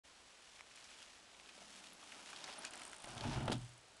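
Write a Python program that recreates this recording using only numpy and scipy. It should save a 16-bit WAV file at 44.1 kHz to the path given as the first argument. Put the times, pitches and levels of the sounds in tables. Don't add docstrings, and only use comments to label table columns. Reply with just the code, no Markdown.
import sys
import numpy as np
from scipy import signal
from scipy.fft import rfft, irfft
from scipy.io import wavfile

SR = 44100
rng = np.random.default_rng(int(sys.argv[2]) if len(sys.argv) > 2 else 0)


def master(y):
    cut = np.clip(np.atleast_2d(y).T, -1, 1)
    pcm = np.round(cut * 32767)
    wavfile.write(sys.argv[1], SR, pcm.astype(np.int16))


N = 176400
TIME = np.arange(N) / SR


def amp(db):
    return 10 ** (np.asarray(db) / 20)


def unit(x):
    return x / np.sqrt(np.mean(x ** 2) + 1e-20)


def curve(points, t=TIME):
    return np.interp(t, *np.transpose(points))


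def colour(x, points, tilt_db=0):
    octave = np.log2(np.fft.rfftfreq(len(x), 1 / SR) + 1)
    hz, db = np.transpose(points)
    tilt = tilt_db * np.clip(octave - np.log2(3000), -2, 2)
    return irfft(rfft(x) * amp(np.interp(octave, np.log2(hz), db) + tilt), len(x))


def noise(points, size=N, tilt_db=0):
    return unit(colour(rng.standard_normal(size), points, tilt_db))


def wander(rate_hz):
    hz = np.fft.rfftfreq(N, 1 / SR)
    return unit(irfft(rfft(rng.standard_normal(N)) / (1 + (hz / rate_hz) ** 2), N))


def burst(x, t60_s, rise_s):
    t = TIME[:len(x)]
    decay = np.exp(-np.log(1000) * np.maximum(t - rise_s, 0) / t60_s)
    return .5 * unit(x) * np.minimum(t / rise_s, 1) * decay


def add(mix, start_s, sound):
    part = mix[max(round(start_s * SR), 0):][:len(sound)]
    part += sound[:len(part)]


# time_s, level_db
CRUNCH_LEVEL = [(0, -68.5), (.35, -65.5), (.58, -63), (.65, -68.5), (.8, -60), (1.05, -60), (1.27, -66.5),
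                (1.55, -63), (1.78, -59), (1.97, -64), (2.15, -58.5), (2.25, -58.5), (2.37, -54.5),
                (2.43, -55.5), (2.5, -52), (2.6, -57.5), (2.67, -52), (2.71, -63), (2.76, -56),
                (3.02, -61.5), (3.1, -55.5), (3.2, -54.5), (3.34, -50.5), (3.45, -61), (3.55, -66.5),
                (3.63, -62.5), (3.8, -75)]
# freq_hz, gain_db
GRIT_SPECTRUM = [(200, -18), (500, -18.5), (1000, -7.5), (1500, -4.5), (2100, -4), (2900, -0.5),
                 (4000, -4.5), (5500, -4.5), (7500, -8), (10000, -11)]
# freq_hz, gain_db
TREBLE_BAND = [(4000, -27), (7000, -2.5), (10500, -2.5)]
# time_s, gain_db
TREBLE_GAIN = [(0, 0.5), (1.3, -1), (1.75, 2.5), (2.2, 2), (2.5, -4.5), (3.0, -0.5), (3.35, -6), (3.6, 3.5)]
# time_s, level_db
ROLL_LEVEL = [(0, -90), (.9, -75), (1.4, -74), (1.6, -72.5), (2.0, -67), (2.4, -64), (2.5, -56), (2.7, -60),
              (2.8, -59.5), (3.02, -66.5), (3.06, -58.5), (3.2, -55), (3.3, -52.5), (3.55, -62),
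              (3.7, -75.5)]
# freq_hz, gain_db
ROLL_SPECTRUM = [(30, -39), (135, -11), (175, -5), (290, 2.5), (400, 0), (480, -6.5), (600, 3.5), (850, 5),
                 (1100, -0.5), (1500, 0.5), (2200, -18), (5000, -40), (10000, -47)]
# time_s, level_db
HUM_LEVEL = [(.5, -107), (.85, -83), (1.3, -83), (1.55, -75), (1.9, -73.5), (2.1, -80.5), (2.5, -82),
             (2.9, -94)]
# freq_hz, gain_db
HUM_SPECTRUM = [(130, -39), (172, -8.5), (200, -3.5), (235, -8.5), (330, -14.5), (700, -68)]


def tyres(grains_per_s=4000, spread_db=2.5, clump_db=1.54):
    sizes = amp(spread_db * np.minimum(rng.exponential(1, N), 5)) * rng.choice([-1, 1], N)
    cracks = sizes * (rng.random(N) < grains_per_s / SR)
    grit = unit(colour(cracks, GRIT_SPECTRUM))
    treble = colour(grit, TREBLE_BAND)
    grit = grit - treble + amp(curve(TREBLE_GAIN)) * treble
    roll = noise(ROLL_SPECTRUM) * amp(curve(ROLL_LEVEL) + 1.6 * wander(30))
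    crunch = grit * amp(curve(CRUNCH_LEVEL) + clump_db * wander(81))
    hum = noise(HUM_SPECTRUM) * amp(curve(HUM_LEVEL))
    return crunch + roll + hum


def clack(pitch_hz, width_hz):
    hz = np.fft.rfftfreq(4096, 1 / SR)
    resonance = 1 / (1 + ((hz - pitch_hz) / width_hz) ** 2)
    bass_cut = hz / (hz + pitch_hz)
    return unit(irfft(rfft(rng.standard_normal(4096)) * resonance * bass_cut))


def pebbles(per_s=45, centre_hz=3110, spread_octaves=0.48, above_crunch_db=2.5, spread_db=2.5):
    out = np.zeros(N)
    for when, pitch, size in rng.random((int(per_s * N / SR), 3)):
        start_s = when * N / SR
        pitch_hz = centre_hz * 2 ** (spread_octaves * (2 * pitch - 1))
        level_db = curve(CRUNCH_LEVEL, start_s) + above_crunch_db + spread_db * min(-np.log(size), 3)
        crack = burst(clack(pitch_hz, 0.27 * pitch_hz), t60_s=.012, rise_s=0.00054)
        add(out, start_s, amp(level_db) * crack)
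    return out


# start_s, level_db, pitch_hz, width_hz, t60_s
FLICKS_AND_CLANKS = [(0.592, -50, 1730, 1170, 0.066), (0.6081, -36.5, 1450, 900, 0.0054),
                     (0.710, -51, 2200, 500, .03), (0.758, -45.5, 7000, 4000, 0.025),
                     (0.774, -47, 2000, 1200, 0.026), (0.841, -47.5, 5450, 2000, 0.044),
                     (1.002, -46, 2820, 2200, 0.016), (1.027, -46, 3300, 2500, .02),
                     (1.398, -42, 2100, 990, 0.011), (1.460, -52, 3190, 1200, .015),
                     (1.49, -44.5, 2050, 1100, 0.046), (1.578, -47, 623, 200, 0.037),
                     (1.617, -51, 620, 150, 0.066), (1.840, -42.5, 2610, 1000, 0.013),
                     (1.869, -42.5, 3030, 1200, 0.016), (1.9223, -46, 2790, 1000, .007),
                     (2.028, -45, 1050, 200, 0.033), (2.12, -38.5, 1950, 550, 0.025),
                     (2.146, -44, 3600, 1800, .01), (2.29, -44, 1350, 700, .015),
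                     (2.303, -40.5, 8850, 2500, 0.011), (2.33, -40, 1190, 500, 0.031),
                     (2.361, -42, 3250, 1800, 0.048), (2.438, -42, 1600, 403, 0.043),
                     (2.441, -36.5, 4600, 2000, 0.027), (2.478, -44.5, 1460, 900, 0.054),
                     (2.527, -40, 3500, 2000, .012), (2.537, -40, 6000, 4000, 0.0076),
                     (2.608, -48, 1230, 600, 0.016), (2.643, -42.5, 1610, 400, 0.071),
                     (2.65, -30, 4000, 5030, 0.013), (2.652, -46, 2530, 120, 0.13),
                     (2.735, -39.5, 3340, 3460, 0.021), (2.741, -45.5, 1490, 500, .06),
                     (2.8175, -38.5, 2600, 2200, 0.022), (2.9315, -39.5, 1600, 490, 0.018),
                     (3.043, -40, 2140, 1740, 0.021), (3.18, -37, 2730, 1780, 0.011),
                     (3.209, -30.5, 2580, 1940, 0.0066)]


def flicks_and_clanks():
    out = np.zeros(N)
    for start_s, level_db, pitch_hz, width_hz, t60_s in FLICKS_AND_CLANKS:
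        stone = clack(pitch_hz, width_hz) + 0.51 * noise(GRIT_SPECTRUM, size=4096)
        add(out, start_s, amp(level_db) * burst(stone, t60_s, rise_s=0.00054))
    return out


# pitch_hz, level_db, t60_s
RAMP_MODES = [(42, -28, 0.51), (71, -13, 0.29), (108.3, -12.5, 0.38), (121.95, -2, 0.46), (134, -5.5, 0.38),
              (164, -8, 0.29), (206, -2, 0.22), (233.2, 2.5, 0.16), (266.5, -3.5, 0.17), (291, -5, 0.18),
              (320.2, -5.5, 0.24), (357.7, -12, 0.26)]


def ramp_boom(tilt_db=0, spread_db=2, rise_s=0.0029):
    t = TIME[:SR // 2]
    hz, db, t60_s = np.transpose(RAMP_MODES)[:, :, None]
    db = db + tilt_db * np.log2(hz / 180) + spread_db * rng.standard_normal(hz.shape)
    modes = amp(db) * np.exp(-np.log(1000) * t / t60_s) * np.sin(2 * np.pi * hz * t)
    boom = modes.sum(0) * np.minimum(t / rise_s, 1)
    return boom / abs(boom).max()


# time_s, level_db
DRUM_LEVEL = [(2.98, -130), (3.06, -64), (3.19, -55.5), (3.25, -47.5), (3.3, -54), (3.37, -46), (3.44, -49),
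              (3.5, -52), (3.535, -45), (3.56, -55), (3.62, -110)]
# freq_hz, gain_db
SLAP_SPECTRUM = [(100, -4), (380, -14), (490, -10), (615, 4.5), (690, 5), (780, 2), (860, 6), (970, -1),
                 (1120, -7), (1400, -4), (2100, -12.5), (3000, -10), (6000, -32), (11000, -29)]
# time_s, level_db
SHUDDER_LEVEL = [(2.96, -110), (3.06, -66), (3.13, -76), (3.22, -59), (3.36, -56), (3.45, -54), (3.54, -68),
                 (3.67, -62), (3.8, -84)]
# freq_hz, gain_db
SHUDDER_SPECTRUM = [(12, -38), (26, -11), (42, 12), (75, -10), (110, 9), (220, -60), (600, -65)]
# start_s, boom_db, tilt_db_per_octave, slap_db
WHEEL_KNOCKS = [(3.043, -53.5, 11.5, -45), (3.212, -46.5, 2, -44), (3.239, -48, -2, -34.5),
                (3.250, -42, -4, -37), (3.257, -37, -4.5, -52), (3.270, -37, 6.5, -50),
                (3.311, -57, -4, -33.5), (3.331, -45, -7, -42), (3.361, -38.5, -10.5, -35),
                (3.376, -38, -1.5, -40), (3.407, -42, -1, -38), (3.4805, -34.5, -3.5, -25.5),
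                (3.498, -33.5, 8.5, -35.5), (3.513, -54, 2, -32.5), (3.521, -33.5, 3, -30.5)]


def ramp():
    ring = ramp_boom()
    tread = amp(curve(DRUM_LEVEL) + wander(25))
    drumming = signal.fftconvolve(tread * rng.standard_normal(N), ring / np.linalg.norm(ring))[:N]
    patter = amp(-4.5) * tread * noise(SLAP_SPECTRUM)
    shudder = amp(curve(SHUDDER_LEVEL)) * noise(SHUDDER_SPECTRUM)
    out = drumming + patter + shudder
    for start_s, boom_db, tilt_db, slap_db in WHEEL_KNOCKS:
        add(out, start_s, amp(boom_db) * ramp_boom(tilt_db))
        slap = burst(noise(SLAP_SPECTRUM, size=8192), t60_s=0.039, rise_s=0.00033)
        add(out, start_s, amp(slap_db) * slap)
    return out


# start_s, level_db, t60_s, tilt_db_per_octave
JOLTS = [(3.457, -38, .008, 7), (3.479, -29, 0.013, -1.5), (3.4815, -31, 0.031, -5),
         (3.504, -29, 0.005, -3.5), (3.5177, -31, 0.054, 1.5), (3.523, -33.5, 0.047, 5.5),
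         (3.529, -30, 0.017, 3), (3.536, -44, 0.15, 2)]
# freq_hz, gain_db
RATTLE_SPECTRUM = [(200, 12), (800, 13.5), (1250, -5), (1700, -2), (2200, 1.5), (2900, 10), (4100, 6),
                   (6000, -2.5), (8500, -6), (10000, -9)]


def rattles():
    out = np.zeros(N)
    for start_s, level_db, t60_s, tilt_db in JOLTS:
        metal = noise(RATTLE_SPECTRUM, size=4096, tilt_db=tilt_db)
        add(out, start_s, amp(level_db) * burst(metal, t60_s, rise_s=0.00038))
    return out


# time_s, teeth_passed
HUB_TURN = [(2.708, 0), (2.736, 1), (2.816, 5), (2.852, 7), (2.878, 9), (2.915, 11), (2.964, 14),
            (3.04, 18), (3.12, 23), (3.239, 31), (3.385, 40), (3.429, 42), (3.581, 48), (3.648, 50),
            (3.779, 53), (3.919, 57), (3.968, 58)]
# time_s, level_db
PAWL_LEVEL = [(2.7, -39), (2.85, -38.5), (3.0, -41), (3.12, -44.5), (3.3, -50), (3.45, -43.5), (3.6, -48),
              (3.78, -45.5), (3.82, -59), (3.86, -54), (3.92, -49), (3.97, -50)]
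# freq_hz, gain_db
PAWL_SPECTRUM = [(1500, -3.5), (4000, -12), (6000, -12), (7500, 0), (8400, 1.5), (9200, 8), (10200, -6),
                 (12000, -3.5)]


def freewheel(spread_db=1.5, second_lag_s=0.0022, second_db=-5.5):
    out = np.zeros(N)
    times, teeth = np.transpose(HUB_TURN)
    for start_s in np.interp(np.arange(teeth[-1] + 1), teeth, times):
        level_db = curve(PAWL_LEVEL, start_s) + spread_db * rng.standard_normal()
        for lag_s, pawl_db in (0, 0), (second_lag_s, second_db):
            tick = burst(noise(PAWL_SPECTRUM, size=2048), t60_s=0.0077, rise_s=0.0004)
            add(out, start_s + lag_s, amp(level_db + pawl_db) * tick)
    return out


# start_s, length_s, from_hz, to_hz, level_db
HIGH_CHIRPS = [(0.898, 0.013, 7750, 7700, -60), (1.929, 0.01, 10700, 10300, -53.5),
               (1.930, 0.008, 11800, 11400, -50.5), (2.577, 0.017, 8100, 10000, -50),
               (2.587, 0.0094, 9800, 10800, -44.5)]


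def chirps():
    out = np.zeros(N)
    for start_s, length_s, from_hz, to_hz, level_db in HIGH_CHIRPS:
        size = int(length_s * SR)
        phase = 2 * np.pi * np.cumsum(np.linspace(from_hz, to_hz, size)) / SR
        add(out, start_s, amp(level_db) * np.hanning(size) * np.sin(phase))
    return out


def trunk_echoes(sound, gain_db=-16.5, t60_s=0.25):
    t = TIME[:SR // 2]
    taps = rng.standard_normal(len(t)) * (rng.random(len(t)) < .05)
    taps *= np.exp(-np.log(1000) * t / t60_s)
    return amp(gain_db) * signal.fftconvolve(sound, taps / np.linalg.norm(taps))[:N]


# freq_hz, gain_db
LEAF_SPECTRUM = [(25, -6.5), (60, 4.5), (125, -3.5), (175, 0), (300, 0), (600, 3.5), (1000, 2.5),
                 (2000, 0.5), (4000, 0.5), (7000, -4), (10000, -10)]


def leaves(level_db=-65):
    return noise(LEAF_SPECTRUM) * amp(level_db + 0.13 * wander(0.66))


def camera_whine(pitch_hz=7830, level_db=-80):
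    phase = 2 * np.pi * np.cumsum(pitch_hz + 30 * wander(25)) / SR
    return amp(level_db) * np.sin(phase)


def scene():
    ride = tyres() + pebbles() + flicks_and_clanks() + freewheel() + ramp() + rattles() + chirps()
    return (ride + trunk_echoes(ride) + leaves() + camera_whine())[None]


# freq_hz, gain_db
MIC_RESPONSE = [(100, 1.5), (10200, -0.5), (11000, -8.5), (11700, -16), (12400, -30)]


def record(dry):
    start_s, fade_s, cutoff_hz = .035, 0.015, 12250
    heard = colour(dry[0], MIC_RESPONSE) * np.clip((TIME - start_s) / fade_s, 0, 1)
    lowpass = signal.firwin(301, cutoff_hz, window=("kaiser", 8), fs=SR)
    return signal.oaconvolve(heard, lowpass, "same")[None]


dry = scene()
out = record(dry)
master(out)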